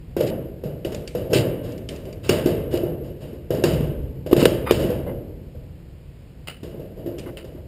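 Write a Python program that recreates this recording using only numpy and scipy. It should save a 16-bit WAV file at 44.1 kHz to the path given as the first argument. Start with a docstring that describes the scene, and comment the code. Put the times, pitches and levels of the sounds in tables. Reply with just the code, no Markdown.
"""Over a faint low rumble, a padlock knocks on a hollow shed door. Keys tick, the lock is opened and
lifted off, and its hasp (the hinged steel flap) swings open, shut with one squeak, and open again.
Each knock thuds in the door: its force sets the long boom after it, its hardness the sharp crack
and the wash of ringing metal. Sliding steel scrapes, and near the end the lock's loop clinks.
The shaken door also rumbles in the housing of a camera that hears almost in mono."""
import sys
import numpy as np
from scipy import signal
from scipy.fft import rfft, irfft
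from scipy.io import wavfile
from scipy.ndimage import uniform_filter1d

SR = 44100
rng = np.random.default_rng(int(sys.argv[2]) if len(sys.argv) > 2 else 0)


def materialize(psi):
    """Save the field psi as 16-bit PCM at rate SR to the path in sys.argv[1].

    A 1-D psi becomes a single channel; in a 2-D psi each row is a channel.
    """
    bounded = np.clip(np.atleast_2d(psi).T, -1, 1)
    quanta = np.round(bounded * 32767).astype(np.int16)
    wavfile.write(sys.argv[1], SR, quanta)


N = 338247
TIME, FREQS = np.arange(N) / SR, np.fft.rfftfreq(N, 1 / SR)

# Levels are relative. A ring time (t60) is how long a sound takes to fade by 60 dB.
# a hand holding the camera: (time [s], level [dB])
HANDLING = [(0.0, -43.5), (0.38, -44), (2.14, -43.5), (2.58, -38.5), (3.35, -47.5), (3.84, -31.5),
            (4.12, -38), (4.87, -36), (5.94, -46), (7.67, -45)]
# lock and hasp hit the door; hardness is how strong the crack is next to the thud:
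# (time [s], thud pitch [Hz], force [dB], hardness [dB])
DOOR_KNOCKS = [(0.166, 398, -13, -18), (0.207, 460, -12, -17), (0.637, 440, -22.5, -18),
               (0.655, 171, -25, -30), (0.849, 365, -19, -14), (0.92, 403, -23.5, -10),
               (1.15, 438, -16, -17.5), (1.332, 415, -12.5, -0.5), (1.359, 370, -12, -24),
               (1.411, 199, -39, -28), (2.2921, 398, -4.5, -2.5), (2.4587, 296, -8, -16.5),
               (2.739, 350, -14.5, -19.5), (2.834, 340, -16.5, -35), (3.33, 330, -31, -22),
               (3.505, 430, -13, -16.5), (3.547, 443, -18.5, -16), (3.638, 385, -7.5, -6),
               (3.732, 154, -23.5, -6), (3.806, 191, -16, -25), (4.262, 432, -21, -14.5),
               (4.312, 435, -14.5, -13), (4.329, 335, 2, -16), (4.364, 390, -8.5, -12),
               (4.376, 175, -20, -11), (4.426, 272, -7.5, -10.5), (4.454, 432, 1, 0), (4.709, 430, 1, -8),
               (4.717, 368, -12.5, -4), (4.846, 282, -15.5, -32), (4.9, 474, -17.5, -18),
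               (5.065, 543, -22, -38), (5.549, 473, -39, -16), (6.631, 305, -25.5, -11),
               (6.795, 474, -30.5, -18), (7.06, 352, -26, -16), (7.075, 350, -24, -44),
               (7.183, 376, -29.5, -17), (7.266, 330, -27, -22), (7.443, 430, -30.5, -12),
               (7.549, 300, -32.5, -31)]
# the hand tugs the lock, and the door swells up with no thud: (time [s], force [dB], hardness [dB])
LOCK_TUGS = [(1.135, -23, -22), (1.298, -8, -24), (1.63, -17.5, -14.5), (1.885, -21.5, -8),
             (2.045, -22, -20.5), (2.23, -21.5, -0.5), (2.706, -14.5, -11), (3.03, -24.5, -17.5),
             (3.203, -23, -11.5), (4.79, -10.5, -11.5), (6.715, -23.5, -40), (6.96, -23.5, -26)]
# steel slides on steel: (start [s], end [s], level [dB])
SHACKLE_SCRAPES = [(.2, 0.241, -36), (0.26, .31, -40.5), (1.326, 1.381, -30), (1.36, 1.428, -31),
                   (2.24, 2.30, -44), (2.722, 2.787, -36.5), (4.372, 4.454, -34.5)]  # the shackle is the lock's steel loop
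HINGE_RUBS = [(4.378, 4.435, -33.5), (4.66, 4.71, -31.5), (5.06, 5.13, -47), (7.255, 7.31, -47),
              (7.54, 7.62, -62)]
# keys and lock parts tick: (time [s], level [dB], strongest pitch [Hz])
KEY_TICKS = [(0.848, -25, 2900), (0.947, -22.5, 5250), (1.076, -21, 4340), (1.721, -34, 4700),
             (1.779, -32.5, 5800), (1.889, -20.5, 3600), (1.9006, -46, 6000), (1.961, -34, 5200),
             (2.054, -39, 3440), (2.128, -33, 4970), (7.185, -27, 4700), (7.194, -28, 5000)]
# the hinge squeaks as the hasp shuts: (time [s], pitch [Hz], level [dB])
SQUEAK_PATH = [(4.645, 1240, -58), (4.67, 1225, -42), (4.688, 1215, -32), (4.703, 1230, -33),
               (4.711, 1180, -24)]
# the squeak's tones at 1, 2, 3 and 4 times its pitch: (level [dB])
SQUEAK_HARMONICS = [2, 1, -5, -9]
# the shackle clinks on the open hasp: (time [s], level [dB], ring time [s])
SHACKLE_CLINKS = [(6.4725, -35, 0.31), (6.473, -30.5, 0.085), (7.181, -46.5, 0.37), (7.371, -36, 0.19)]

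# modes, the tones a thing rings at when struck: (pitch [Hz], level [dB], ring time [s])
DOOR_TONES = [(147.3, 5.5, 0.4), (347, -11, 0.66), (347, -9.5, 0.063), (464.3, -10, 0.13),
              (487, -3.5, 0.18), (576, -30, 0.08)]
SHACKLE_TONES = [(1591, -10, 0.034), (2720, -2.5, 0.032), (4700, -18, 0.14), (5420, 4.5, 0.014)]
# modes of the steel hasp: (pitch [Hz], width [Hz], boost [dB])
HASP_TONES = [(1190, 110, -1), (1540, 47, 3.5), (2110, 220, 3), (2230, 4.3, -11), (2700, 100, 8),
              (2925, 180, 8.5), (3245, 8.4, 11.5), (3797, 81, 7.5), (4450, 26, 3), (4800, 90, 6.5),
              (5500, 41, -6), (5510, 130, 4.5)]
# modes of the padlock and keys: (pitch [Hz], level [dB], ring time [times that of a tick])
LOCK_TONES = [(2360, 3, 0.87), (2890, 9, 0.63), (3500, -45, 0.24), (4730, -0.5, 1.45), (5260, -33, 0.25),
              (5220, 18, 0.13), (6300, -21, 0.64), (6960, 8, 0.66), (7700, -31, .9), (9082, -33, 1.3),
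              (14800, -19, .8)]

# colours, how strong each noise is from low to high: (frequency [Hz], level [dB])
DRUM_COLOUR = [(75, -22), (105, -6.5), (135, -2.5), (160, -5.5), (200, -14), (330, -18.5), (500, -34.5)]  # the hollow door
RUMBLE_COLOUR = [(20, -19), (32, -5), (41, 2.5), (52, 2), (80, 4), (110, -6), (170, -28.5)]  # the camera housing
AIR_COLOUR = [(100, 19), (250, 1), (480, 6), (650, -1), (850, -10), (1200, -13), (2800, -11), (3600, -17.5),
              (5000, -16.5), (5700, -23)]  # outdoor air
CRACK_COLOUR = [(250, -39), (500, -3), (900, 0.5), (1600, 4.5), (2200, -1), (2900, 0.5), (3800, 2),
                (4500, -6.5), (5500, 2.5)]  # steel hitting steel
BOOM_COLOUR = [(50, -34), (90, -5.5), (170, -2), (240, -3), (300, -1.5), (345, 0), (400, 0), (480, 1.5),
               (630, 0), (720, -13), (880, -20.5), (1050, -29)]  # door and shed ringing on
WASH_COLOUR = [(650, -38), (860, 3), (1200, 0), (1400, 0), (1650, 0.5), (2350, -4.5), (2700, -1),
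               (2950, -1), (3350, -5), (4100, -7.5), (4800, -5.5), (5600, -7.5)]  # metal ringing on
CLINK_COLOUR = [(150, 1), (500, 0), (1000, -9), (1500, -5), (2100, -5.5), (2750, -3), (3000, 0.5),
                (3450, -14), (4156, -8), (5000, -13), (5700, -17)]  # the bouncing shackle
SCRAPE_COLOUR = [(700, -14), (1100, -21), (1900, -5), (2400, -2.5), (2950, 0), (3400, -7),
                 (4100, -1.5), (4800, -2), (5600, -3.5)]
KEY_COLOUR = [(1500, -9), (2400, 4), (5500, -9), (7200, -7.5), (9500, -6), (11000, -19), (15000, -18)]
HINGE_COLOUR = [(600, -12), (900, 5), (1300, 0), (1700, -8), (2100, -4), (2550, -17), (3200, -17),
                (5000, -33)]


def amp(db):
    """Turns decibels into a number to multiply by."""
    return 10 ** (np.asarray(db) / 20)


def unit(x):
    """Scales a signal to an average size (rms) of 1."""
    return x / np.sqrt(np.mean(x ** 2) + 1e-20)


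def add(mix, s, sound):
    """Mixes a sound in at s seconds."""
    part = mix[round(s * SR):][:len(sound)]
    part += sound[:len(part)]


def noise(colour):
    """Steady noise in a given colour, falling away past both ends of its table."""
    hz, db = np.transpose(colour)
    gain = amp(np.interp(np.log(FREQS + 1), np.log(hz), db))
    edges = (1 + (FREQS / hz[-1] / 2) ** 8) * (1 + (hz[0] / 2 / (FREQS + 1)) ** 4)
    return unit(irfft(rfft(rng.standard_normal(N)) * gain / edges, N))


def steel(colour):
    """Noise that rings in the hasp: its main tones and many small ones in between."""
    peaks_db = sum(db / (1 + (2 * (FREQS - hz) / width) ** 2) for hz, width, db in HASP_TONES)
    grid_hz = np.arange(0, SR, 25)
    ripple_db = 2.2 * np.interp(FREQS, grid_hz, rng.standard_normal(len(grid_hz)))
    return unit(irfft(rfft(noise(colour)) * amp(peaks_db + ripple_db), N))


def fades(starts, dbs, rise, t60):
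    """Loudness curve of overlapping blows: each swells and dies away, and their powers add up."""
    t, power = np.arange(round(1.5 * SR)) / SR, np.zeros(N)
    for s, db, attack, life in np.broadcast(starts, dbs, rise, t60):
        swell = 1 - np.exp(-np.minimum(t / attack, 20))
        decay = np.exp(-np.minimum(np.log(1000) * t / life, 20))
        add(power, s, (amp(db) * swell * decay) ** 2)
    return np.sqrt(power)


def contacts(tug_hz=310, tug_swell_s=0.016, limit_db=-19.5, choke_from_db=-2.5):
    """Lists every knock and tug: time, pitch, extra swell time, boom level and wash level."""
    knocks = [(*knock, 0) for knock in DOOR_KNOCKS]
    tugs = [(s, tug_hz, force, hardness, tug_swell_s) for s, force, hardness in LOCK_TUGS]
    s, hz, force_db, hardness_db, swell = np.transpose(knocks + tugs)
    choke_db = 2.7 * np.maximum(force_db - choke_from_db, 0)  # the strongest blows pin the door
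    boom_db = np.minimum(force_db - 11, limit_db) - choke_db
    wash_db = boom_db - 7 + 0.66 * hardness_db
    return s, hz, swell, boom_db, wash_db


def drum_and_rumble():
    """Each contact drums in the hollow door and rumbles in the camera, over steady handling noise."""
    s, _, _, boom_db, _ = contacts()
    hand_db = np.interp(TIME, *np.transpose(HANDLING))
    drum = np.hypot(amp(hand_db + 0.5), fades(s, boom_db - 4, rise=0.0067, t60=1))
    rumble = np.hypot(amp(hand_db + 3), fades(s, boom_db - 19, rise=0.04, t60=0.39))
    return noise(DRUM_COLOUR) * drum + noise(RUMBLE_COLOUR) * rumble


def air():
    """Outdoor air makes a quiet, even hush."""
    return amp(-47.5) * noise(AIR_COLOUR)


def cracks(softening=0.2):
    """Steel meets steel in a short, bright burst; light touches are drawn out."""
    s, _, force_db, hardness_db = np.transpose(DOOR_KNOCKS)
    crack_db = force_db + hardness_db
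    stretch = amp(crack_db + 14.5) ** -softening
    return amp(1.5) * steel(CRACK_COLOUR) * fades(s, crack_db, rise=0.0029 * stretch, t60=.024 * stretch)


def shackle_ring(lock_off_s=4.0):
    """While the lock still hangs on the door, knocks ring its shackle."""
    t, out = np.arange(SR // 5) / SR, np.zeros(N)
    hz, db, t60 = np.transpose(SHACKLE_TONES)[:, :, None]
    tones = amp(db - 60 * t / t60) * np.sin(2 * np.pi * hz * t)
    ring = tones.sum(0) * (1 - np.exp(-t / 0.0021))
    for s, _, force_db, hardness_db in DOOR_KNOCKS:
        if s < lock_off_s:
            add(out, s, amp(force_db + hardness_db - 3) * ring)
    return out


def thuds():
    """The door flexes once or twice under each knock; stronger blows are shorter."""
    t, out = np.arange(SR // 20) / SR, np.zeros(N)
    for s, hz, force_db, hardness_db in DOOR_KNOCKS:
        swell_s = .0017 * amp(force_db + 10) ** -.15 * np.sqrt(400 / hz)
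        pulse = t / swell_s * np.exp(1 - t / swell_s)
        lag_s = 0.00185 * amp(hardness_db)  # the door answers after the steel, sooner if hit softly
        add(out, s + lag_s, amp(force_db) * pulse * np.sin(2 * np.pi * hz * t))
    return amp(1.5) * out


def door_ring(reach_octaves=0.2):
    """A knock wakes the door's tones that lie near its own pitch."""
    t, out = np.arange(round(.7 * SR)) / SR, np.zeros(N)
    hz, db, t60 = np.transpose(DOOR_TONES)[:, :, None]
    tones = amp(db - 60 * t / t60) * np.sin(2 * np.pi * hz * t) * (1 - np.exp(-t / 0.0027))
    for s, pitch_hz, force_db, _ in DOOR_KNOCKS:
        nearness = np.exp(-.5 * (np.log2(hz / pitch_hz) / reach_octaves) ** 2)
        level_db = min(force_db, -12) + 2.5  # the hand chokes strong blows
        add(out, s, amp(level_db) * (nearness * tones).sum(0))
    return out


def boom_and_wash(lean_db_per_octave=7):
    """Door and shed ring on in a boom and a metallic wash; the high part of each dies sooner."""
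    s, hz, swell, boom_db, wash_db = contacts()
    boom, wash = noise(BOOM_COLOUR), steel(WASH_COLOUR)
    low_boom = irfft(rfft(boom) / (1 + (FREQS / 520) ** 8), N)
    low_wash = irfft(rfft(wash) / (1 + (FREQS / 3400) ** 6), N)
    lean_db = lean_db_per_octave * np.log2(hz / 400)  # a higher thud leaves a higher boom
    return (low_boom * fades(s, boom_db, rise=0.00076 + swell, t60=1.297)
            + amp(2) * (boom - low_boom) * fades(s, boom_db + lean_db, rise=0.0012 + swell, t60=0.76)
            + amp(0.5) * low_wash * fades(s, wash_db, rise=0.00067 + swell, t60=0.83)
            + amp(6.5) * (wash - low_wash) * fades(s, wash_db, rise=0.0029 + swell, t60=0.41))


def sliding(strokes, colour, slips_per_s, slip_t60):
    """Sliding steel catches and slips many times, each slip ringing the hasp for a moment."""
    pressure = np.zeros(N)
    for start, end, db in strokes:
        add(pressure, start, amp(db) * signal.windows.tukey(round((end - start) * SR), .4))
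    slips = amp(5.7 * rng.standard_normal(N)) * (rng.random(N) < slips_per_s / SR)
    fading_slips = signal.lfilter([1], [1, -np.exp(-np.log(1000) / slip_t60 / SR)], slips)
    return unit(steel(colour) * fading_slips) * pressure


def shackle_scrapes():
    """The shackle grates brightly in the steel eye it hangs from."""
    return sliding(SHACKLE_SCRAPES, SCRAPE_COLOUR, slips_per_s=290, slip_t60=0.075)


def keys(reach_octaves=0.52, scatter_db=3, tick_t60=0.035):
    """Each tick rings a different mix of the lock's tones, with a short scrape and a faint jingle."""
    t, out = np.arange(SR // 5) / SR, np.zeros(N)
    hz, db, life = np.transpose(LOCK_TONES)[:, :, None]
    grit = noise(KEY_COLOUR)
    for s, level_db, centre_hz in KEY_TICKS:
        strength, detune, phase = rng.standard_normal((3, len(hz), 1))
        nearness = np.exp(-.5 * (np.log2(hz / centre_hz) / reach_octaves) ** 2)
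        weight = amp(db + scatter_db * strength) * nearness
        waves = np.sin(2 * np.pi * (hz * (1 + 0.0274 * detune) * t + phase))
        tones = weight * amp(-60 * t / (tick_t60 * life)) * waves
        scrape = .22 * grit[round(s * SR):][:len(t)] * amp(-60 * t / tick_t60)
        tick = tones.sum(0) / np.linalg.norm(weight) + scrape
        add(out, s, amp(level_db) * tick * (1 - np.exp(-t / 0.00044)))
    s, level_db, _ = np.transpose(KEY_TICKS)
    jingle = amp(-29) * grit * fades(s, level_db, rise=0.0022, t60=0.59)
    return out + jingle


def hinge_rubs():
    """The dry hinge rubs as the hasp turns, lower and finer than the shackle's scrape."""
    return sliding(HINGE_RUBS, HINGE_COLOUR, slips_per_s=750, slip_t60=0.063)


def hinge_squeak(jitter=0.008, roughness=0.5):
    """The hinge pin sticks and slips at a wavering rate and with uneven force."""
    s, hz, db = np.transpose(SQUEAK_PATH)
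    waver, force = (unit(uniform_filter1d(uniform_filter1d(hiss, size=130), size=130))
                    for hiss in rng.standard_normal((2, N)))
    cycles = np.cumsum(np.interp(TIME, s, hz) * (1 + jitter * waver)) / SR
    tone = sum(amp(level) * np.sin(2 * np.pi * k * cycles) for k, level in enumerate(SQUEAK_HARMONICS, 1))
    loudness = amp(np.interp(TIME, s, db, left=-150, right=-150))
    return unit(tone * (1 + roughness * force)) * loudness


def clinks(chatter_db=3):
    """The shackle bounces unevenly on the loose hasp."""
    s, db, t60 = np.transpose(SHACKLE_CLINKS)
    bounces = amp(chatter_db * unit(uniform_filter1d(rng.standard_normal(N), size=180)))
    return unit(steel(CLINK_COLOUR) * bounces) * fades(s, db, rise=0.00046, t60=t60)


def fizzy(x, hold_hz=12000):
    """Holding the wave in small steps mirrors it into the treble: a thin fizz that follows the sound."""
    steps = np.repeat(signal.resample_poly(x, hold_hz, SR, window=("kaiser", 7)), 4)
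    return signal.resample_poly(steps, SR, 4 * hold_hz)


def scene(muffle_hz=5650, direct_db=-17, side_db=-15, echo_s=0.0021):
    """The door sounds from the middle; only the bright parts spread a little."""
    metal = cracks() + shackle_ring() + shackle_scrapes() + hinge_rubs() + clinks()
    door = thuds() + door_ring() + boom_and_wash() + metal + drum_and_rumble() + air()
    muffled = signal.oaconvolve(door, signal.firwin(201, muffle_hz, fs=SR), "same")
    direct = amp(direct_db) * metal + hinge_squeak() + keys()  # steel heard straight through the air
    mid = fizzy(muffled) + direct
    reflection = np.exp(-2j * np.pi * FREQS * echo_s) - .35  # a short echo, leaning right
    treble = (FREQS / (FREQS + 900)) ** 2
    side = amp(side_db) * irfft(rfft(mid) * reflection * treble, N)
    return np.array([mid + side, mid - side])


def record(dry, drive=0.98, top_hz=15350):
    """The strongest knocks overload the input; then the highest treble is cut away."""
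    clipped = drive * dry / (1 + (drive * dry) ** 8) ** (1 / 8)
    lowpass = signal.firwin(401, top_hz, window=("kaiser", 7), fs=SR)
    return signal.oaconvolve(clipped, lowpass[None], "same")


dry = scene()
out = record(dry)
materialize(out)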